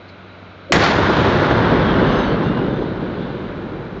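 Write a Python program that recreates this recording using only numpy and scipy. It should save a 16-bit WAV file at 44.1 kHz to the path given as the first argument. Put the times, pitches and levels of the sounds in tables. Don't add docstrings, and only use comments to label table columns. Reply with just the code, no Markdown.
import sys
import numpy as np
from scipy import signal
from scipy.fft import rfft, irfft
from scipy.io import wavfile

SR = 44100
rng = np.random.default_rng(int(sys.argv[2]) if len(sys.argv) > 2 else 0)


def store_wav(level_fs):
    pcm = np.round(np.clip(np.atleast_2d(level_fs), -1, 1) * 32767)
    wavfile.write(sys.argv[1], SR, pcm.T.astype(np.int16))


N = 176400
SHOCK_S = .7217

# f/Hz, relative level/dB
CRACK_SPECTRUM = [(300, -3.5), (1500, 6.5), (2700, 4), (3800, 3.5), (5500, -2), (7000, -2), (8000, -21),
                  (9000, -30.5)]
def shock_front():
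    front_s, crack_decay_s, sizzle_decay_s = .0017, .00096, .031
    ring_hz, ring_decay_s = 4355, .00076
    age = np.maximum(clock() - SHOCK_S, 0)
    front = from_db(-5) * (2 * age / front_s - 1) * (age < front_s)
    ring = from_db(-1) * np.exp(-age / ring_decay_s) * np.sin(2 * np.pi * ring_hz * age)
    crack = from_db(1.5) * np.exp(-age / crack_decay_s)
    sizzle = from_db(-14) * np.exp(-age / sizzle_decay_s)
    return (clock() >= SHOCK_S) * (front + ring + (crack + sizzle) * noise(CRACK_SPECTRUM))


# t/s, length/s, f/Hz, peak level/dB
SHUDDERS = [(0.696, 0.018, 555, -22.5), (0.708, 0.0099, 330, -14)]
def shudder():
    out = np.zeros(N)
    for start, length, hz, db in SHUDDERS:
        age = clock() - start
        arch = np.sqrt(np.abs(np.sin(np.pi * np.clip(age / length, 0, 1))))
        out += from_db(db) * arch * np.sin(2 * np.pi * hz * age)
    return out


# t/s, length/s, f/Hz, peak level/dB
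BUZZES = [(0.723, 0.012, 1872, -12.5), (0.741, 0.013, 2050, -16.5), (0.758, 0.0091, 1763, -17)]
# t/s, signed height/full scale
LURCHES = [(0.7351, -.7), (0.739, 0.6), (0.7398, -0.76), (0.754, -0.92), (0.7559, 0.9), (0.767, -0.48),
           (0.7703, 0.81), (0.7721, -0.98), (0.7741, 0.23), (0.7778, -0.71)]
def overloaded_microphone(sound):
    waver, duck, edge_s = .095, .33, .0019
    rise_s, sag_s = .00029, .001
    t = clock()
    wavering_time = np.cumsum(1 + waver * drift(450)) / SR
    for start, length, hz, db in BUZZES:
        held = np.clip(np.minimum(t - start, start + length - t) / edge_s, 0, 1)
        buzz = from_db(db) * held * np.sin(2 * np.pi * hz * wavering_time)
        sound = sound * (1 - duck * held) + buzz
    for start, height in LURCHES:
        age = np.maximum(t - start, 0)
        thrown = (1 - np.exp(-age / rise_s)) * np.exp(-(age / sag_s) ** 2)
        sound = sound * (1 - np.sqrt(thrown)) + height * thrown
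    return sound


# t/s, level/dB
SCATTER_LEVEL = [(.723, -11), (.745, -15.5), (.765, -12), (.78, -23), (.81, -18), (.845, -16), (.89, -19),
                 (.94, -25.5), (1.05, -29), (1.3, -31), (1.8, -47.5), (2.5, -55)]
# f/Hz, relative level/dB
SCATTER_SPECTRUM = [(60, -19.5), (200, -4), (450, 5), (1000, 6.5), (2000, 5), (2700, -1), (4300, -3),
                    (5600, -11.5), (7100, -19.5), (7800, -46)]
def near_scatter():
    return level(SCATTER_LEVEL) * echoes(SCATTER_SPECTRUM) * after_shock()


# t/s, level/dB
ROAR_LEVEL = [(.73, -17.5), (.8, -19), (1.0, -18), (1.25, -18), (1.5, -17.5), (1.8, -18), (2.1, -19),
              (2.3, -22.5), (2.6, -27), (2.9, -31), (3.4, -32.5), (4, -35.5)]
# t/s, level/dB
BOOM_LEVEL = [(.73, -24.5), (.78, -16.5), (.87, -20), (1.0, -18.5), (1.15, -18.5), (1.43, -17), (1.6, -17),
              (1.78, -16), (1.87, -16.5), (2.0, -14.5), (2.25, -18), (2.55, -18.5), (2.9, -23),
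              (3.3, -25.5), (3.52, -30), (3.75, -26.5), (4, -32)]
RUMBLE_LEVEL = [(.73, -41), (.8, -26.5), (.95, -26.5), (1.25, -22.5), (1.55, -23.5), (1.75, -25),
                (2.2, -29.5), (2.5, -33.5), (2.95, -35.5), (3.5, -40.5), (3.72, -36.5), (4, -40.5)]
DEEP_BASS_LEVEL = [(.75, -40.5), (1.5, -37.5), (1.85, -31), (2.15, -28), (2.5, -34), (3.0, -38.5),
                   (4, -44.5)]
# t/s, half-width/s, level/dB
BRUSH_RETURNS = [(0.87, .04, -30.5), (1.2, 0.07, -33.5), (2.15, 0.11, -37), (2.66, 0.19, -47.5),
                 (3.25, 0.23, -47.5)]
# f/Hz, relative level/dB
ROAR_SPECTRUM = [(290, -31.5), (500, -1.5), (530, -4.5), (567, -3), (731, -6.5), (974, -4.5), (1240, -7.5),
                 (1470, -6), (2180, -16), (2500, -21), (2800, -20), (3610, -19), (6270, -41.5),
                 (7800, -66.5), (10100, -89), (17200, -120)]
BOOM_SPECTRUM = [(70, -24), (110, -1), (160, 5), (220, 3), (290, 1.5), (360, 3), (480, -3), (580, -8),
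                 (800, -21.5), (1500, -116)]
RUMBLE_SPECTRUM = [(20, -43), (45, -23), (58, -10.5), (72, -6), (95, -6), (115, -3), (160, -22),
                   (400, -76.5)]
DEEP_BASS_SPECTRUM = [(15, -24.5), (25, -9.5), (42, 1.5), (55, 4), (70, -6.5), (150, -46.5)]
BRUSH_SPECTRUM = [(1500, -9), (2400, 5), (3000, 7), (3800, 5), (4600, -4.5), (5600, -25), (6200, -20.5),
                  (6900, -32.5), (7700, -54.5)]
def woods():
    roar = level(ROAR_LEVEL) * through_air(echoes(ROAR_SPECTRUM))
    boom = level(BOOM_LEVEL) * echoes(BOOM_SPECTRUM)
    rumble = level(RUMBLE_LEVEL) * echoes(RUMBLE_SPECTRUM)
    brush_gain = sum(from_db(db) * swell(centre, width) for centre, width, db in BRUSH_RETURNS)
    brush = brush_gain * echoes(BRUSH_SPECTRUM)
    deep_bass = level(DEEP_BASS_LEVEL) * echoes(DEEP_BASS_SPECTRUM)
    return (roar + boom + rumble + brush + deep_bass) * after_shock()


# t/s, decay/s, level/dB
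THUDS = [(0.998, 0.021, -19), (1.085, 0.021, -16.5), (1.172, 0.013, -12), (1.238, 0.04, -14),
         (1.315, .045, -18.5), (1.415, 0.029, -17), (1.503, 0.032, -16.5), (1.615, 0.022, -29),
         (1.718, 0.012, -10), (1.995, 0.058, -18.5), (2.095, 0.024, -23.5), (2.183, 0.01, -20),
         (2.318, 0.012, -16), (2.68, 0.01, -18), (2.808, 0.041, -22), (3.02, .03, -26.5),
         (3.342, 0.012, -25), (3.72, .02, -34.5)]
CLAPS = [(0.826, 0.017, -16), (0.903, .014, -16.5), (1.163, 0.01, -14.5), (1.245, 0.012, -16.5),
         (1.44, 0.018, -19), (1.505, .02, -22), (2.182, 0.027, -21), (2.425, 0.038, -24.5),
         (2.566, 0.022, -25), (2.815, 0.023, -27.5)]
# f/Hz, relative level/dB
THUD_SPECTRUM = [(70, -24), (140, -1.5), (250, -1.5), (370, 3.5), (560, -3.5), (800, -21.5), (1500, -51.5)]
CLAP_SPECTRUM = [(400, -17), (800, 14), (1500, -2), (2400, -8), (4200, -9.5), (5600, -24), (7000, -34),
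                 (7800, -54.5)]
def forest_edges():
    return slaps(THUDS, THUD_SPECTRUM) + through_air(slaps(CLAPS, CLAP_SPECTRUM))


def slaps(rows, spectrum, rise_s=.0059):
    envelope = np.zeros(N)
    for start, decay, db in rows:
        age = np.maximum(clock() - start, 0)
        fall = np.exp(-np.maximum(age - rise_s, 0) / decay)
        envelope += from_db(db) * np.minimum(age / rise_s, 1) * fall
    return envelope * echoes(spectrum)


def echoes(spectrum, per_second=7000, spread_db=2.5):
    sizes = from_db(spread_db * np.minimum(rng.exponential(1, N), 5))
    signs = rng.choice([-1, 1], N)
    arrivals = rng.random(N) < per_second / SR
    return colour(sizes * signs * arrivals, spectrum)


def through_air(sound, db_per_khz_s=.88, neutral_s=.96):
    hz, times, frames = signal.stft(sound, SR, nperseg=512)
    khz = np.minimum(hz[:, None] / 1000, 10)
    loss_db = db_per_khz_s * khz * (times - neutral_s)
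    return signal.istft(frames * from_db(-loss_db), SR)[1][:N]


# t/s, half-width/s, f/Hz, glide/(Hz/s), spread/Hz, rms level/dB
WHISTLES = [(1.479, .05, 3480, 0, 30, -42.5), (1.89, .04, 3230, -1, 130, -36),
            (2.1, 0.12, 2890, -300, 90, -40), (2.18, 0.038, 5010, 0.5, 260, -49.5),
            (2.19, 0.062, 6170, -600, 190, -53), (2.21, 0.051, 3800, -500, 70, -43.5),
            (2.29, 0.04, 3080, 1499.5, 130, -39), (2.31, 0.041, 4350, 0, 260, -47),
            (2.46, 0.029, 6120, -2.5, 150, -64.5), (2.48, 0.026, 3620, 500.5, 60, -44.5),
            (2.53, 0.12, 2820, 650, 55, -44.5), (2.74, 0.033, 3550, 900.5, 70, -47.5),
            (2.77, 0.062, 6160, 2, 173, -70), (2.9, 0.051, 3820, 1501, 130, -54),
            (3.241, 0.065, 3490, 3, 180.3, -51)]
def whistles():
    out = np.zeros(N)
    bins_hz = np.arange(N // 2 + 1) * SR / N
    air = rfft(rng.standard_normal((2, N)))
    for centre, width, hz, glide, spread_hz, db in WHISTLES:
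        fresh_air = np.roll(air, rng.integers(N // 2), axis=1)
        breath = rms_one(irfft(fresh_air * np.exp(-.5 * (bins_hz / spread_hz) ** 2), N))
        phase = 2 * np.pi * np.cumsum(hz + glide * (clock() - centre)) / SR
        whistle = breath[0] * np.cos(phase) + breath[1] * np.sin(phase)
        out += from_db(db) * swell(centre, width) * whistle
    return out


# f/Hz, rms level/dB
ENGINE_PARTIALS = [(48, -67), (95.5, -46.5), (144, -61.5), (183, -51)]
def distant_engine(waver=.012, throb_db=.7):
    wavering_time = np.cumsum(1 + waver * drift(8.2)) / SR
    out = np.zeros(N)
    for hz, db in ENGINE_PARTIALS:
        amplitude = np.sqrt(2) * from_db(db + throb_db * drift(6))
        out += amplitude * np.sin(2 * np.pi * (hz * wavering_time + rng.random()))
    return out


# f/Hz, rms level/dB
WHINES = [(1490, -63), (3940, -62)]
def whines(width_hz=28):
    out = np.zeros(N)
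    for hz, db in WHINES:
        phase = 2 * np.pi * hz * clock()
        out += from_db(db) * (drift(width_hz) * np.cos(phase) + drift(width_hz) * np.sin(phase))
    return out


# f/Hz, relative level/dB
RUSTLE_SPECTRUM = [(1500, -18), (2300, 0), (3200, -15), (4300, 2), (4900, -7), (5600, -16), (7800, -35)]
def rustle():
    return from_db(-50) * swell(centre_s=.093, width_s=.009) * noise(RUSTLE_SPECTRUM)


# f/Hz, relative level/dB
FIELD_SPECTRUM = [(20, -23.5), (50, -13), (80, -1.5), (130, -4), (250, -0.5), (450, -3.5), (620, -2),
                  (850, -9), (1100, -9), (1420, -3.5), (1800, -14), (2300, -10.5), (2800, -17), (3900, -18),
                  (5100, -32.5), (6900, -43), (7700, -76)]
def field_hiss():
    return from_db(-40.5 + .5 * after_shock()) * noise(FIELD_SPECTRUM)


def from_db(db):
    return 10 ** (np.asarray(db) / 20)


def rms_one(x):
    return x / np.sqrt(np.mean(x ** 2) + 1e-20)


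def clock():
    return np.arange(N) / SR


def level(rows):
    return from_db(np.interp(clock(), *np.transpose(rows)))


def swell(centre_s, width_s):
    return np.exp(-.5 * ((clock() - centre_s) / width_s) ** 2)


def after_shock(rise_s=.003):
    return np.clip((clock() - SHOCK_S) / rise_s, 0, 1)


def colour(x, spectrum):
    hz, db = np.transpose(spectrum)
    log_bins = np.log(np.maximum(np.arange(N // 2 + 1) * SR / N, 1))
    gain = from_db(np.interp(log_bins, np.log(hz), db, right=-np.inf))
    return rms_one(irfft(rfft(x) * gain, N))


def noise(spectrum):
    return colour(rng.standard_normal(N), spectrum)


def drift(rate_hz):
    pole = np.exp(-2 * np.pi * rate_hz / SR)
    wander = signal.lfilter([1], [1, -2 * pole, pole * pole], rng.standard_normal(N + SR))
    return rms_one(wander[SR:])


def scene():
    shot = shudder() + shock_front() + near_scatter() + woods() + forest_edges()
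    gunfire = overloaded_microphone(shot) + whistles()
    background = distant_engine() + whines() + rustle() + field_hiss()
    return (gunfire + background)[None]


def record(dry):
    low_cut_hz, high_cut_hz, ceiling = 32, 8000, .76
    thinned = signal.sosfilt(signal.butter(2, low_cut_hz, "high", fs=SR, output="sos"), dry)
    flattened = thinned / (1 + (thinned / ceiling) ** 6) ** (1 / 6)
    return signal.sosfilt(signal.ellip(14, .05, 110, high_cut_hz, fs=SR, output="sos"), flattened)


dry = scene()
out = record(dry)
store_wav(out)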